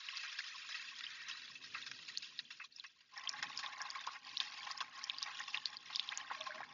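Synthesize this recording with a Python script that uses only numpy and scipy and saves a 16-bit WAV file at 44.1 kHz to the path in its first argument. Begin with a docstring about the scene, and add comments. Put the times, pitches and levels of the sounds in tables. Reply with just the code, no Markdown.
"""First an even patter with fine spray and bright plinks: a thin stream into a birdbath on an outdoor deck rail.
It thins to a few drops, then returns in lumps that slap the water and ring the dish.
Patter and spray are crowds of small gliding bubble tones mixed with patchy noise; the dish is a set of resonances.
Plinks and round low notes are single rising tones. Low noise drums on the rail, a hollow tone gurgles late.
Faint air lies behind. All is heard in mono, dull above 7 kHz; no distances are modelled."""
import sys
import numpy as np
from scipy import signal
from scipy.fft import rfft, irfft, next_fast_len
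from scipy.io import wavfile
from scipy.ndimage import uniform_filter1d, map_coordinates

SR = 44100
rng = np.random.default_rng(int(sys.argv[2]) if len(sys.argv) > 2 else 0)


def unload_wav(signal):
    """Save mono or channel-first audio to the path in sys.argv[1] as 16-bit WAV at rate SR, clipped to [-1, 1]."""
    wavfile.write(
        sys.argv[1],
        SR,
        np.round(np.clip(np.atleast_2d(signal).T, -1, 1) * 32767).astype(np.int16),
    )


N = 296793


def amp(db):
    """Decibels to gain."""
    return 10 ** (np.asarray(db) / 20)


def unit(x):
    """x at rms 1."""
    return x / np.sqrt(np.mean(x ** 2) + 1e-20)


def curves(rows):
    """One value per sample for each column after the time."""
    times, *columns = np.transpose(rows)
    return [np.interp(np.arange(N) / SR, times, column) for column in columns]


def wobble(rate):
    """A smooth random curve through normal knots, rate knots a second."""
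    knots = rng.standard_normal(int(N * rate / SR) + 4)
    return map_coordinates(knots, [np.arange(N) * rate / SR])


def filtered(x, response):
    """x times a complex response of frequency."""
    size = next_fast_len(N + SR // 2)
    spectrum = rfft(x, size) * response(np.fft.rfftfreq(size, 1 / SR))
    return irfft(spectrum, size)[:N]


def coloured(x, points):
    """x shaped by (f/Hz, level/dB) points joined over log frequency, at rms 1."""
    f, db = np.transpose(points)
    return unit(filtered(x, lambda hz: amp(np.interp(np.log(hz + 1), np.log(f), db))))


def resonate(x, modes):
    """x through (f/Hz, width/Hz, level/dB) resonances, each of two equal stages for steep skirts."""
    return filtered(x, lambda f: sum(amp(db) / (1 + 1j * (f - centre) / width) ** 2
                                     for centre, width, db in modes))


def add(track, s, sound):
    """Mix a sound in at time s."""
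    part = track[max(round(s * SR), 0):][:len(sound)]
    part += sound[:len(part)]


# relative colour of the patter and of the spray: f/Hz, level/dB
PATTER_COLOUR = [(80, -56), (300, -48.5), (600, -5), (850, -17), (1300, -2), (1900, 6.5), (2700, -3.5),
                 (3100, -13), (5000, -37.5)]
SPRAY_COLOUR = [(60, -51), (400, -27), (1500, -20.5), (2600, 0), (2950, -5), (3300, -1), (5250, -2.5),
                (6100, -10), (7000, -10), (8500, -9)]
# narrow bands in which the smooth stream sings: f/Hz, width/Hz, relative level/dB
SINGING_BANDS = [(1083, 59, -4), (1900, 68, -2), (2640, 65, 2), (3900, 37, -2)]


def splash():
    """Larger bubbles patter and fine ones spray; the smooth stream sings, the lumpy one rings the dish."""
    patter, spray = flow(rise_s=.0014, flutter_db=1.1, clump_rate=24, clump_s=.004, clump_size=8)
    shake = shaking()
    large = froth(rate=900, low_hz=850, high_hz=3200, cycles=10, spread_db=1.8, glide=.05)
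    fine = froth(rate=1300, low_hz=2400, high_hz=7200, cycles=17, spread_db=2.2, glide=.07)
    bubbly = .48  # share of the power in separate bubbles; the rest is wash

    def water_texture(bubbles, colour):
        mixed = np.sqrt(bubbly) * bubbles + np.sqrt(1 - bubbly) * wash(patchy_db=0.5)
        return coloured(scattered(mixed, share=0.37, decay_s=0.004), colour)

    body = water_texture(large, PATTER_COLOUR)
    fizz = water_texture(fine, SPRAY_COLOUR)
    # the singing gives way as the dish takes over
    sing = 0.82 * np.abs(1 - shake) * unit(resonate(wash(patchy_db=11.5), SINGING_BANDS))
    # the power that goes into the dish is taken from the patter
    force = patter / np.sqrt(1.62 + shake ** 2)
    water = force * (body + sing) + dish(force * shake) + fizz * spray
    # the splash stays thin in the bass: cut below 620 Hz
    low_cut = signal.butter(4, 620, "high", fs=SR, output="sos")
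    return signal.sosfilt(low_cut, water)


# the heavier lumps landing: t/s, slap level/dB and spray level/dB (before the gains below), decay of power/s
LUMPS = [(0.231, -36, -48, 0.019), (0.387, -44, -30, 0.0036), (0.689, -35, -42.5, 0.011),
         (0.742, -41.5, -47, 0.038), (1.007, -29.5, -35, 0.0017), (1.283, -41, -40, 0.015),
         (1.637, -45.5, -44, 0.0098), (1.743, -35, -60, 0.019), (1.863, -37.5, -37.5, 0.0059),
         (1.914, -30, -31, 0.0014), (2.08, -41.5, -43.5, 0.013), (2.222, -47.5, -41, 0.016),
         (2.391, -39.5, -40, 0.0049), (2.504, -42, -43.5, 0.01), (2.598, -36.5, -64, 0.0081),
         (2.638, -48.5, -46.5, 0.006), (2.838, -41, -46.5, 0.0062), (3.005, -52, -54, 0.0042),
         (3.164, -38, -68, 0.015), (3.335, -36, -85, 0.0067), (3.425, -25.5, -37, 0.0064),
         (3.589, -31.5, -33, 0.0058), (3.628, -34, -44, 0.019), (3.802, -31.5, -56, 0.0069),
         (3.95, -30, -44, 0.007), (4.067, -43, -33, 0.0026), (4.156, -39, -56, 0.0055),
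         (4.402, -37.5, -37, 0.015), (4.534, -43, -41.5, 0.005), (4.666, -35, -43.5, 0.013),
         (4.712, -37, -44, 0.0039), (4.804, -31.5, -33.5, 0.0057), (5.257, -38, -52.5, 0.038),
         (5.397, -41, -65, 0.0054), (5.478, -36, -41, 0.0055), (5.546, -31.5, -43.5, 0.0071),
         (5.9, -32.5, -71, 0.0057), (6.118, -27, -50, 0.0036), (6.303, -38, -86, 0.017),
         (6.464, -33.5, -43, 0.007), (6.504, -42.5, -49, 0.0017), (6.604, -29, -49.5, 0.0032)]
SLAP_DB, SLAP_SPRAY_DB = -7, -3.5  # gain of each layer of a lump


def flow(rise_s, flutter_db, clump_rate, clump_s, clump_size):
    """Strength of patter and of spray: the fluttering stream, its small clumps, and each lump that lands."""
    patter_db, spray_db = stream()
    t = np.arange(SR // 6) / SR
    onset = (1 - np.exp(-t / rise_s)) ** 2
    drops = (rng.random(N) < clump_rate / SR) * (.5 + rng.random(N))
    clump_shape = onset * np.exp(-t / clump_s)
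    # clumps grow as the stream turns lumpy
    clumpy = clump_size * (1 + np.minimum(shaking(), 1)) / 2
    clumps = 1 + clumpy * np.abs(signal.fftconvolve(drops, clump_shape)[:N])
    surge = amp(flutter_db * wobble(45)) ** 2 * clumps / clumps.mean()
    # powers add: stream first, lumps on top
    patter = surge * amp(patter_db) ** 2
    spray = surge * amp(spray_db + flutter_db * wobble(48)) ** 2
    for s, slap_db, mist_db, decay_s in LUMPS:
        slap = onset * np.exp(-t / decay_s)
        add(patter, s, amp(slap_db + SLAP_DB) ** 2 * slap)
        add(spray, s, amp(mist_db + SLAP_SPRAY_DB) ** 2 * slap)
    return np.sqrt(patter), np.sqrt(spray)


# the steady part of the stream, before and after it returns in lumps:
# t/s, patter level/dB, spray level/dB (before the layer gains below)
SMOOTH_STREAM = [(0.0, -55, -50), (0.34, -53.5, -48), (0.9, -59.5, -50.5), (1.31, -53, -53.5),
                 (1.45, -60.5, -52), (1.95, -64, -53.5), (2.74, -74, -60.5), (2.86, -72.5, -63.5),
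                 (3.09, -78, -70.5)]
LUMPY_STREAM = [(3.18, -58, -58), (3.31, -52.5, -56.5), (3.57, -56.5, -54), (3.759, -52.5, -60),
                (4.28, -57.5, -52.5), (4.56, -55, -52.5), (4.9, -54.5, -56.5), (5.442, -60, -53),
                (5.749, -60.5, -57.5), (6.0, -60, -51.5), (6.221, -48.5, -53), (6.33, -53.5, -53.5),
                (6.73, -61, -64.5)]
# the stream breaks off for an instant: t/s, depth/dB
STREAM_BREAKS = [(1.601, 7.5), (2.46, 7), (2.702, 13), (2.96, 7), (4.207, 12), (4.898, 8), (5.819, 7.5),
                 (6.269, 6)]
BREAK_S = 0.041  # half the length of a break
PATTER_DB, SPRAY_DB = 0.5, -2.5  # gain of each layer


def stream():
    """Levels of patter and spray in dB; both sink wherever the stream breaks."""
    t = np.arange(N) / SR
    patter_db, spray_db = curves(np.vstack([SMOOTH_STREAM, LUMPY_STREAM]))
    gap_db = sum(depth * np.exp(-((t - s) / BREAK_S) ** 2) for s, depth in STREAM_BREAKS)
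    return patter_db + PATTER_DB - gap_db, spray_db + SPRAY_DB - gap_db


LUMPY_FROM_S, TURN_S = 3.08, 0.049  # when the stream turns lumpy, and how long the turn takes
SMOOTH_SHAKE_DB, LUMPY_SHAKE_DB = -28.5, 1  # relative to the patter


def shaking():
    """How hard the water shakes the dish: barely while smooth, fully once it falls in lumps."""
    lumpy = np.clip((np.arange(N) / SR - LUMPY_FROM_S) / TURN_S, 0, 1)
    return amp(SMOOTH_SHAKE_DB + (LUMPY_SHAKE_DB - SMOOTH_SHAKE_DB) * lumpy)


# resonances of the filled dish: f/Hz, width/Hz, relative level/dB
DISH_MODES = [(470, 83, -11.5), (851.5, 42, 1.5), (1067, 57.5, 7), (1010, 210, -5)]
# knots a second of the sloshing, and the typical time by which the ringing runs ahead or lags
SLOSH_RATE, SLOSH_S = 14, .0005


def dish(force):
    """The falling water rings the dish; as it sloshes, the notes slide up and down together."""
    drive = wash(patchy_db=3.5)
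    ring = resonate(force * drive, DISH_MODES) / np.std(resonate(drive, DISH_MODES))
    return map_coordinates(ring, [np.arange(N) + SLOSH_S * SR * wobble(SLOSH_RATE)])


def froth(rate, low_hz, high_hz, cycles, spread_db, glide):
    """A crowd of small bubbles of all sizes, each swelling, gliding a little and dying; rms 1."""
    count = int(rate * N / SR)
    when, size, strength, bend = rng.random((count, 4)).T[:, :, None]
    hz = low_hz * (high_hz / low_hz) ** size
    k = np.arange(int(np.clip(3 * cycles / low_hz, .004, .03) * SR))
    turns = hz * k / SR
    age = turns / cycles
    turns = turns * (1 + glide * (2 * bend - 1) * np.tanh(age / 2))
    # loud bubbles are rare; small ones die sooner
    loudness = amp(-spread_db * np.log(strength + 0.0067)) * np.sqrt(hz)
    grains = loudness * age ** 2 * np.exp(-np.pi * age) * np.sin(2 * np.pi * turns)
    places = (when * N).astype(int) + k
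    return unit(np.bincount(places.ravel(), grains.ravel(), N)[:N])


def wash(patchy_db):
    """The hiss of tearing water, swelling in brief patches of different pitch; rms 1."""
    z = signal.stft(rng.standard_normal(N), nperseg=256)[2]
    # random patches 8 bins high and 6 frames long
    field = uniform_filter1d(rng.standard_normal(z.shape), size=8, axis=0, mode="wrap")
    field = unit(uniform_filter1d(field, size=6, axis=1))
    patchy = z * amp(patchy_db * np.minimum(field, 2))
    return unit(signal.istft(patchy, nperseg=256)[1][:N])


def scattered(x, share, decay_s):
    """x plus its dense, brief echoes between water, rim and rail."""
    t = np.arange(SR // 40) / SR
    echoes = rng.standard_normal(len(t)) * t * np.exp(-t / decay_s)
    return x + share * signal.fftconvolve(x, echoes / np.linalg.norm(echoes))[:len(x)]


# the loudest single bubbles: t/s, level/dB, f/Hz at the peak, about which the pitch climbs
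LOUD_BUBBLES = [(0.0869, -32.5, 2790), (0.171, -31, 4800), (1.039, -36, 3670), (1.066, -36, 3000),
                (1.3125, -34, 3070), (1.8245, -38.5, 3520), (2.1742, -23, 4430), (2.3907, -27, 4000),
                (2.449, -54, 3200), (2.6458, -46.5, 4140), (2.722, -54, 4400), (2.7623, -42, 5260),
                (2.7977, -35.5, 3950), (2.8643, -51.5, 5470), (3.177, -38.5, 5300), (3.2744, -27.5, 3120),
                (3.2927, -22.5, 5120), (3.4276, -28.5, 5150), (3.5753, -26.5, 5060), (3.662, -31.5, 3530),
                (3.817, -31, 5360), (3.903, -30, 4750), (4.371, -23, 3910), (4.4023, -19.5, 3510),
                (4.713, -30, 4770), (4.777, -34, 5100), (5.0404, -28, 5350), (5.0981, -22.5, 3450),
                (5.1842, -31, 4660), (5.228, -22, 5040), (5.545, -24, 2600), (5.5732, -29, 3490),
                (5.6569, -20, 4320), (5.7687, -34, 4560), (5.9494, -31, 3450), (5.959, -21, 4730),
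                (5.9959, -19.5, 3550), (6.09, -27.5, 3430), (6.1747, -23, 6600), (6.4108, -31, 3440)]
PLINK_CYCLES, QUIET_RINGS_DB = 1.21, 0.5938  # cycles to the peak of the loudest; dB of extra life per dB softer


def plinks(tail_db, tail_s, rise, before_db, after_db):
    """Trapped bubbles snap shut and ring, climbing in pitch; soft ones last longer, fainter ones flank each."""
    out, t = np.zeros(N), np.arange(SR // 30) / SR

    def bubble(hz, cycles):
        climb = 1 + rise * np.tanh((t - cycles / hz) / tail_s / 2)
        turns = np.cumsum(hz * climb) / SR
        age = turns / cycles
        snap = (age * np.exp(1 - age)) ** 2
        tail = amp(tail_db) * np.tanh(age / 2) ** 2 * np.exp(-t / tail_s)
        return np.sin(2 * np.pi * turns) * (snap + tail)

    loudest_db = max(row[1] for row in LOUD_BUBBLES)
    all_twins = rng.random((len(LOUD_BUBBLES), 2, 2))
    for (s, db, hz), twins in zip(LOUD_BUBBLES, all_twins):
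        cycles = PLINK_CYCLES * amp(QUIET_RINGS_DB * (loudest_db - db))
        add(out, s, amp(db) * scattered(bubble(hz, cycles), share=.3, decay_s=.002))
        # one fainter bubble 2 to 8 ms before and one after, within half an octave
        for (delay, pitch), side, twin_db in zip(twins, (-1, 1), (before_db, after_db)):
            twin = bubble(hz * 2 ** (pitch - .5), 2 * cycles)
            add(out, s + side * (.002 + .006 * delay), amp(db + twin_db) * twin)
    return out


# round low notes, of big bubbles or of the struck dish:
# t/s, level/dB before LOW_NOTE_DB, f/Hz about which the pitch climbs
LOW_NOTES = [(0.39, -22.5, 1710), (1.752, -26, 1260), (2.6, -33.5, 1490), (3.629, -30.5, 1800),
             (4.073, -21, 1030), (4.812, -21.5, 1104), (5.403, -23.5, 1840), (6.121, -23, 1990),
             (6.302, -27.5, 1460), (6.312, -23.5, 920), (6.506, -26, 1610), (6.605, -27, 853),
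             (6.631, -28, 1720)]
LOW_SWELL_S, LOW_RISE, LOW_NOTE_DB = 0.0016, 0.036, -12.5  # time to the peak, pitch swing either way, gain
# the quick bubbles after each note: level re the note, longest delay, scale of their pitch spread
SHED_DB, SHED_WITHIN_S, SHED_OCTAVES = -6, 0.02, 0.31


def low_notes():
    """Each round, low note swells, climbs a little in pitch, and is followed by a few quick bubbles."""
    out, t = np.zeros(N), np.arange(SR // 25) / SR

    def note(hz, swell_s):
        age = t / swell_s
        turns = np.cumsum(hz * (1 + LOW_RISE * np.tanh(age / 2 - 1))) / SR
        return age * np.exp(1 - age) * np.sin(2 * np.pi * turns)

    all_shed = rng.random(size=(len(LOW_NOTES), 4, 2))
    for (s, db, hz), shed in zip(LOW_NOTES, all_shed):
        add(out, s, amp(db + LOW_NOTE_DB) * note(hz, LOW_SWELL_S))
        for delay, pitch in shed:
            # mostly higher than the note
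            small = note(hz * 2 ** (SHED_OCTAVES * (2 * pitch - .5)), LOW_SWELL_S / 2)
            add(out, s + delay * SHED_WITHIN_S, amp(db + LOW_NOTE_DB + SHED_DB) * small)
    return out


def stray_bubbles(high_db, low_db):
    """Small plinks and rounder bubbles rise in bunches; the plinks grow once the stream falls in lumps."""
    patter_db, spray_db = stream()
    high = froth(rate=80, low_hz=2800, high_hz=6000, cycles=7, spread_db=2.4, glide=.12)
    low = froth(rate=90, low_hz=1500, high_hz=3800, cycles=11, spread_db=2.2, glide=.04)

    def bunched(x):
        return unit(x * amp(6 * np.tanh(wobble(22))))

    share = np.clip(shaking(), .25, 1)
    small_plinks = share * amp(spray_db + high_db) * bunched(high)
    return small_plinks + amp(patter_db + low_db) * bunched(low)


# the weight of the stream on the dish: t/s, mean drumming level/dB
DRUM_LEVEL = [(0.0, -89.5), (0.62, -84.5), (1.98, -71), (2.25, -76.5), (2.55, -82), (3.04, -95.5),
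              (3.41, -69.5), (3.73, -78.5), (6.09, -79), (6.41, -76.5), (6.73, -70)]
# relative colour of the wooden rail: f/Hz, level/dB
RAIL_COLOUR = [(25, -26), (75, -20), (135, -4.5), (195, -9), (255, -3), (330, -10.5), (600, -17),
               (2000, -33.5)]


def drumming():
    """The dish rumbles faintly on the wooden rail under the stream: low coloured noise of wavering level."""
    waver_db = 2 * wobble(25)
    return amp(curves(DRUM_LEVEL)[0] + waver_db) * coloured(rng.standard_normal(N), RAIL_COLOUR)


# swells of a hollow gurgle as the can is lowered: t/s at the start, length/s, level/dB before it is broken up
GURGLE_SWELLS = [(6.35, .12, -47), (6.465, .07, -51), (6.51, .12, -52.5)]
HOLLOW_HZ, HOLLOW_WAVER = 625, .022  # mean pitch, typical share by which it wavers


def gurgle():
    """A hollow, broken note of wavering pitch swells up three times near the end of the pour."""
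    swells = np.zeros(N)
    for s, length, db in GURGLE_SWELLS:
        add(swells, s, amp(db) * np.hanning(int(length * SR)))
    turns = np.cumsum(HOLLOW_HZ * (1 + HOLLOW_WAVER * wobble(72))) / SR
    broken = (1 + np.tanh(wobble(90))) / 2
    return swells * broken * np.sin(2 * np.pi * turns)


# relative colour of the garden air: f/Hz, level/dB
AIR_COLOUR = [(25, -20.5), (140, -6.5), (7000, -25.5)]


def garden_air():
    """The faint air of a still garden: steady coloured noise."""
    return amp(-88.5) * coloured(rng.standard_normal(N), AIR_COLOUR)


def scene():
    """The pour into the birdbath, over the garden air."""
    bubbles = plinks(tail_db=-11, tail_s=.0028, rise=.14, before_db=-22, after_db=-13)
    strays = stray_bubbles(high_db=-3, low_db=-6)
    return (splash() + bubbles + low_notes() + strays + drumming() + gurgle() + garden_air())[None]


TOP_HZ = 7000  # upper band limit of the sound


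def record(dry):
    """The sound is dull above 7 kHz, with only very faint treble there."""
    def gain(hz):
        band = 1 / np.sqrt(1 + (hz / TOP_HZ) ** 240)
        faint_treble = amp(-28 - hz / 1500) * (hz < 15500)
        return band + faint_treble

    return filtered(dry[0], gain)[None]


dry = scene()
out = record(dry)
unload_wav(out)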